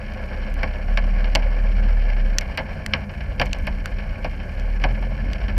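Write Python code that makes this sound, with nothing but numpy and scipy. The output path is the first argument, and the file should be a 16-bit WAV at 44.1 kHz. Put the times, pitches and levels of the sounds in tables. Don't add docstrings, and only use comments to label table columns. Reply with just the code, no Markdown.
import sys
import numpy as np
from scipy import signal
from scipy.fft import rfft, irfft
from scipy.io import wavfile
from scipy.ndimage import uniform_filter1d

SR = 44100
rng = np.random.default_rng(int(sys.argv[2]) if len(sys.argv) > 2 else 0)


def wav_out(sig):
    wavfile.write(sys.argv[1], SR, np.round(np.clip(np.atleast_2d(sig).T, -1, 1) * 32767).astype(np.int16))


N = 246071
T = np.arange(N) / SR


def amp(db):
    return 10 ** (np.asarray(db) / 20)


def evened(x):
    return x / np.sqrt(np.mean(x ** 2) + 1e-20)


def read(hz, table, column=1):
    rows = np.array(table)
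    return np.interp(np.log(hz + 1), np.log(rows[:, 0] + 1), rows[:, column])


def curve(table, column):
    rows = np.array(table)
    return np.interp(T, rows[:, 0], rows[:, column])


def add(mix, start_s, sound):
    part = mix[round(start_s * SR):][:len(sound)]
    part += sound[:len(part)]


def coloured(spectrum, gate=1, colour_db=None):
    hz = np.fft.rfftfreq(N, 1 / SR)
    inside = (hz > spectrum[0][0]) & (hz < spectrum[-1][0])
    level_db = colour_db(hz) if colour_db else read(hz, spectrum)
    noise = gate * rng.standard_normal(N)
    return evened(irfft(rfft(noise) * amp(level_db) * inside, N))


def wobble(seconds):
    size = max(int(seconds * SR), 1)
    once = uniform_filter1d(rng.standard_normal(N), size)
    return evened(uniform_filter1d(once, size))


FLUTTER_S = 0.074

# time in seconds, firings per second.
FIRING_RATE = [(0.0, 30.8), (0.3, 32.7), (0.57, 32.8), (0.9, 35.5), (1.12, 36.7), (1.3, 36.3), (1.54, 37.4),
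               (1.86, 37.4), (2.1, 35.7), (2.36, 34.5), (2.53, 30.2), (2.64, 29.2), (3.15, 28.8),
               (3.3, 27.9), (3.8, 28.2), (4.1, 29.5), (4.27, 34.4), (4.49, 35.1), (4.68, 37.6),
               (4.99, 42.0), (5.14, 42.4), (5.46, 46.0), (5.58, 46.0)]


def engine_speed():
    return uniform_filter1d(curve(FIRING_RATE, column=1), SR // 10)


# time in seconds, level in dB.
DRONE = [(0.0, -33.5), (0.3, -30.5), (0.6, -20), (0.79, -28), (0.9, -16.5), (1.12, -16), (1.46, -17.5),
         (1.85, -15), (2.24, -16), (2.36, -19.5), (2.52, -36), (3.15, -44), (3.5, -30), (4.4, -32),
         (4.6, -22), (4.86, -16), (4.99, -26), (5.27, -25), (5.5, -23), (5.58, -23)]
UPPER_ORDERS = (2, 3, 5, 7)
# frequency in Hz, level in dB.
ORDER_PATH = [(56, -36), (74, -35.5), (87, -38), (105, -48.5), (122, -41.5), (140, -43), (160, -49.5),
              (185, -42), (205, -45), (230, -54.5), (255, -65), (320, -63)]
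DRONE_FLUTTER_DB, ORDER_FLUTTER_DB = 0.6, 3


def exhaust(turns, rate):
    levels_db = [curve(DRONE, column=1) + DRONE_FLUTTER_DB * wobble(FLUTTER_S)]
    for order in UPPER_ORDERS:
        levels_db.append(read(order * rate, ORDER_PATH) + ORDER_FLUTTER_DB * wobble(FLUTTER_S))
    out = np.zeros(N)
    for order, level_db in zip((1,) + tuple(UPPER_ORDERS), levels_db):
        waver = 0.02 * order * wobble(0.11)
        phase = 2 * np.pi * (order * turns + rng.random()) + waver
        out += np.sqrt(2) * amp(level_db) * np.sin(phase)
    return out


# time in seconds, body bounce in dB, chassis rumble in dB, panel buzz in dB.
SHAKE = [(0.0, -56, -37, -38.5), (0.39, -34, -34.5, -38), (2.1, -36, -35, -36.5), (2.75, -44.5, -35.5, -39),
         (3.26, -29, -34.5, -41.5), (3.64, -27.5, -35.5, -39.5), (4.26, -36, -35.5, -40.5),
         (4.94, -41, -33, -39), (5.31, -32.5, -32.5, -38.5), (5.58, -19, -32.5, -37)]
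# frequency in Hz, level in dB per Hz.
RUMBLE = [(15, -18), (44, -4.5), (60, -12.5), (93, -9), (115, -16), (150, -16), (185, -15.5), (203, -8),
          (225, -14), (250, -23.5), (280, -19), (311, -26.5), (370, -27), (450, -30.5)]
# time in seconds, pitch in Hz, level in dB.
BODY = [(2.4, 38.35, -46), (2.55, 39, -40), (3.0, 39.6, -38), (3.13, 39.2, -44), (3.45, 37.08, -31.5),
        (3.8, 36.86, -29), (4.15, 37.06, -31), (4.35, 36.7, -32), (4.85, 36.58, -50), (5.1, 36.66, -35),
        (5.35, 34.8, -30), (5.58, 34.7, -41)]
BOUNCE_HZ, BOUNCE_WIDTH_HZ = 52, 44
BODY_FLUTTER_DB = 3


def chassis():
    hz = np.fft.rfftfreq(N, 1 / SR)
    mode = 1 / (1 + (2 * (hz - BOUNCE_HZ) / BOUNCE_WIDTH_HZ) ** 4)
    bounce = evened(irfft(rfft(rng.standard_normal(N)) * mode, N))
    rumble = amp(1.3 * wobble(0.03)) * coloured(RUMBLE)
    cycles = np.cumsum(curve(BODY, column=1)) / SR + rng.random()
    ring_db = curve(BODY, column=2) + BODY_FLUTTER_DB * wobble(FLUTTER_S)
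    ringing = np.sqrt(2) * amp(ring_db) * np.sin(2 * np.pi * cycles)
    return amp(curve(SHAKE, column=1)) * bounce + amp(curve(SHAKE, column=2)) * rumble + ringing


# frequency in Hz, level in dB per Hz.
PANEL = [(350, -7.5), (470, -5.5), (520, 1.5), (750, -3), (1050, -8), (1220, -12.5), (1600, -1),
         (1950, -13.5), (2200, -2.5), (2650, -16), (3100, -16.5), (3400, -33), (3800, -35.5), (4150, -24),
         (4450, -26), (4750, -23), (5150, -31), (5600, -27), (6400, -72)]
# frequency in Hz, width in Hz, dB above the rest.
PANEL_PEAKS = [(515.4, 50, 5), (625, 187, 4.5), (840, 24, 4), (1105, 33, 9.5), (1720, 82, 7),
               (2217, 420, 0.5), (2860, 48, 3), (3610, 90, 8), (5470, 250, 5.5)]


def panel_db(hz):
    peaks = sum(db / (1 + (2 * (hz - peak_hz) / width_hz) ** 2) for peak_hz, width_hz, db in PANEL_PEAKS)
    return read(hz, PANEL) + peaks


# frequency in Hz, rise in seconds, time to fall 60 dB in seconds, dB by which a blow favours it.
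PANEL_RING = [(390, 0.0091, 0.27, -14.5), (560, 0.0018, 0.2, -13), (806, 0.0011, 0.23, -8),
              (1500, 0.003, 0.13, -2.5), (2940, 0.001, 0.11, 6.5), (6000, 0.00064, 0.08, 3.5)]


def panel_blows(lows_db, highs_db, length, crack_db):
    hz = (np.linspace(350, 6400, 400) + rng.uniform(-7, 7, 400))[:, None]
    t = np.arange(6000) / SR
    rise = 1 - np.exp(-t / read(hz, PANEL_RING))
    fade = amp(-60 * t / read(hz, PANEL_RING, column=2))
    mode_db = panel_db(hz) + read(hz, PANEL_RING, column=3)
    modes = amp(mode_db) * rise * fade * np.exp(2j * np.pi * hz * t)
    lows = np.clip((1300 - hz.T) / 400, 0, 1)
    highs = np.clip((hz.T - 3400) / 500, 0, 1)
    spot = np.exp(2j * np.pi * rng.random((len(length), 400)))
    struck = spot * amp(lows_db[:, None] * lows + highs_db[:, None] * highs)
    crack = amp(crack_db)[:, None] * np.exp(-t / 0.0016)
    blows = (struck @ modes).real + crack * (struck * (1 - lows) @ modes).real
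    blows /= np.sqrt(np.mean(blows[:, :300] ** 2, axis=1, keepdims=True))
    damping = 1 / np.clip(length, 0.2, 1.5)[:, None] - 1
    return 0.3 * blows * amp(-600 * t * damping)


DROPS_PER_S, PATTER_DB = 160, -5.5


def buzz(turns):
    firing_gain = amp(2.1 * np.clip(rng.standard_normal(400), -2, 2))
    strength = firing_gain[turns.astype(int)]
    puffs = uniform_filter1d(0.2 + 2.3 * strength * np.exp(-(turns % 1) / 2.7), 150)
    clatter = coloured(PANEL, puffs * amp(0.8 * wobble(0.008)), panel_db)
    size = amp(3.5 * np.minimum(rng.exponential(1, N), 2))
    drops = size * (rng.random(N) < DROPS_PER_S / SR)
    spot, flat = rng.integers(0, 12, N), np.zeros(12)
    blows = panel_blows(flat, flat, length=flat + 0.49, crack_db=flat - 3.0)
    patter = evened(sum(signal.oaconvolve(drops * (spot == k), b)[:N] for k, b in enumerate(blows)))
    return amp(curve(SHAKE, column=3)) * evened(clatter + amp(PATTER_DB) * patter)


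# frequency in Hz, level in dB per Hz.
HISS = [(3300, -26), (6000, -9), (7040, -12.5), (11300, -14.5), (13900, -17.5), (14700, -19)]
HISS_DB = -68


def hiss():
    return amp(HISS_DB + 1.54 * wobble(0.0086)) * coloured(HISS)


# start in seconds, relative level in dB, pitch of the hollow in Hz,
# hollow in dB, modes under 5 kHz in dB, modes over 9 kHz in dB.
TICKS = [(0.1366, -39, 1670, -6, -2, 16), (0.5408, -33, 2120, -5, 3, 18), (0.631, -36, 2130, -3.5, -4, 20),
         (0.9733, -26.5, 1720, -4, 17.5, 11.5), (1.3512, -4.5, 2680, -9, 1, 5.5),
         (1.3562, -13.5, 2250, -14, 11.5, 6), (2.3844, 2, 1880, -4, -4, -1), (2.4103, -29, 2140, 1, 5, 15),
         (2.5741, -20.5, 2420, -8, 10, 14), (2.8625, -13.5, 1910, 4, 0, 10), (2.936, -36, 2120, -3, -1, 16),
         (3.3962, -35, 2280, -10, -3, 22), (3.4141, -22, 2260, -5, 6, 15), (3.4552, -31, 2680, -3, 0, 10),
         (3.46, -26.5, 2180, 4, -11, 7), (3.531, -13.5, 2500, 2, 3, 3), (3.5862, -36, 2124, 4, 0, 15),
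         (3.6691, -28.5, 1770, -1, 11, 16), (3.8578, -18.5, 1500, 8, 3, 12), (4.244, -39, 2130, -3, 4, 19),
         (4.597, -29.5, 2100, -12, 2, 6), (4.8382, -30.5, 2260, 5, 11, 9), (5.3328, -24.5, 1600, 0, 8.5, 5)]
# frequency in Hz, level in dB per Hz.
CASE = [(650, -45), (1100, -6), (1990, -5), (2910, -3), (3730, -18), (4580, -5.5), (5150, -18), (5550, -8),
        (5920, -2.5), (6480, -19.5), (7200, -8), (8700, -20), (10300, -34), (12400, -26.5), (13500, -32),
        (14700, -40)]
# frequency in Hz, time to fall 60 dB in seconds.
CASE_T60 = [(1500, 0.0067), (4000, 0.014), (8000, 0.0076), (14000, 0.0091)]


def ticks():
    hz, t = np.linspace(1200, 14800, 70)[:, None], np.arange(900) / SR
    fade = amp(-60 * t / read(hz, CASE_T60))
    out, phases = np.zeros(N), rng.random((len(TICKS), len(hz), 1))
    for (start_s, level_db, hollow_hz, hollow_db, lows_db, highs_db), phase in zip(TICKS, phases):
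        struck_db = read(hz, CASE) + lows_db * (hz < 5000) + highs_db * (hz > 9000)
        modes = amp(struck_db) * fade * np.sin(2 * np.pi * (hz * t + phase))
        snap = 0.34 * modes.sum(axis=0)
        hollow = amp(hollow_db) * fade[0] * np.sin(2 * np.pi * hollow_hz * t)
        rise = 1 - np.exp(-t / 0.00027)
        add(out, start_s, amp(level_db) * (snap + hollow) * rise)
    too_small_for_bass = signal.butter(4, 1200, "high", fs=SR, output="sos")
    return signal.sosfilt(too_small_for_bass, out)


# start in seconds, relative level in dB, lows in dB (full under
# 900 Hz, none over 1300 Hz), ring length as a factor (held to 0.2-1.5), first crack in dB.
KNOCKS = [(0.4286, -30, -7, 1.3, -5), (0.6314, -9.5, 8.5, 0.62, 7), (0.6763, -27.5, 2, 1, 2),
          (0.9728, -9, 3.5, 0.71, 5), (1.04, -23.5, 11, 0.45, 10), (1.1857, -26, 6, 0.81, 10),
          (1.2432, -18.5, 7, 0.58, 13), (1.3504, -9.5, 12, 0.88, -12), (1.4228, -25.5, 5, 1.5, 6),
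          (2.0995, -23, -1, 0.67, 2), (2.4103, -22.5, 3.5, 1.05, 7), (2.4204, -25, 13, 0.58, -3),
          (2.5764, -11.5, 3.5, 0.83, 6), (2.5872, -16, 13, 0.79, 6), (2.9359, -4, 4.5, 0.98, 24),
          (3.0941, -26, 7.5, 0.75, 0), (3.1374, -28, 5, 0.75, 10), (3.206, -26.5, 0, 1.4, 9),
          (3.3976, -8.5, 12.5, 0.97, 22), (3.4145, -4, 5, 0.52, 2), (3.466, -20.5, 7, 0.3, 8),
          (3.5456, -23.5, 8, 0.7, -1), (3.6713, -14, 8.5, 0.73, 5), (3.9844, -25, 1, 1.25, 4),
          (4.2449, -12, 10.5, 0.75, -1), (4.4004, -26.5, 6, 0.92, 8), (4.8174, -24, 2, 0.45, 3),
          (4.8391, -7.5, 11.5, 0.77, 12), (5.0246, -24, 9, 0.66, -9), (5.4824, -23.5, -1, 1.2, 8)]
# frequency in Hz, level in dB.
THUD = [(145, 3), (200, -8), (255, -0.5), (320, -5)]
THUD_T60 = 0.072
THUD_DB, THUD_PER_LOWS_DB = -21, 1.35
KNOCK_HIGHS_DB = -1


def knocks():
    start_s, level_db, lows_db, length, crack_db = np.transpose(KNOCKS)
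    highs_db = np.full(len(start_s), KNOCK_HIGHS_DB)
    thud_db = THUD_DB + THUD_PER_LOWS_DB * lows_db
    out, t = np.zeros(N), np.arange(6000) / SR
    sway = sum(amp(db) * np.sin(2 * np.pi * hz * t) for hz, db in THUD)
    thud = sway * (1 - np.exp(-t / 0.013)) * amp(-60 * t / THUD_T60)
    for k, blow in enumerate(panel_blows(lows_db, highs_db, length, crack_db)):
        add(out, start_s[k], amp(level_db[k]) * (blow + amp(thud_db[k]) * thud))
    return out


def scene():
    rate = engine_speed()
    turns = np.cumsum(rate) / SR
    vehicle = exhaust(turns, rate) + chassis() + buzz(turns)
    return (vehicle + hiss() + ticks() + knocks())[None]


EDGE_HZ = 15500


def record(dry):
    heard = signal.sosfilt(signal.butter(3, 24, "high", fs=SR, output="sos"), dry)
    band_limit = signal.firwin(511, EDGE_HZ, window=("kaiser", 9), fs=SR)
    return signal.oaconvolve(heard, band_limit[None], "same")


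dry = scene()
out = record(dry)
wav_out(out)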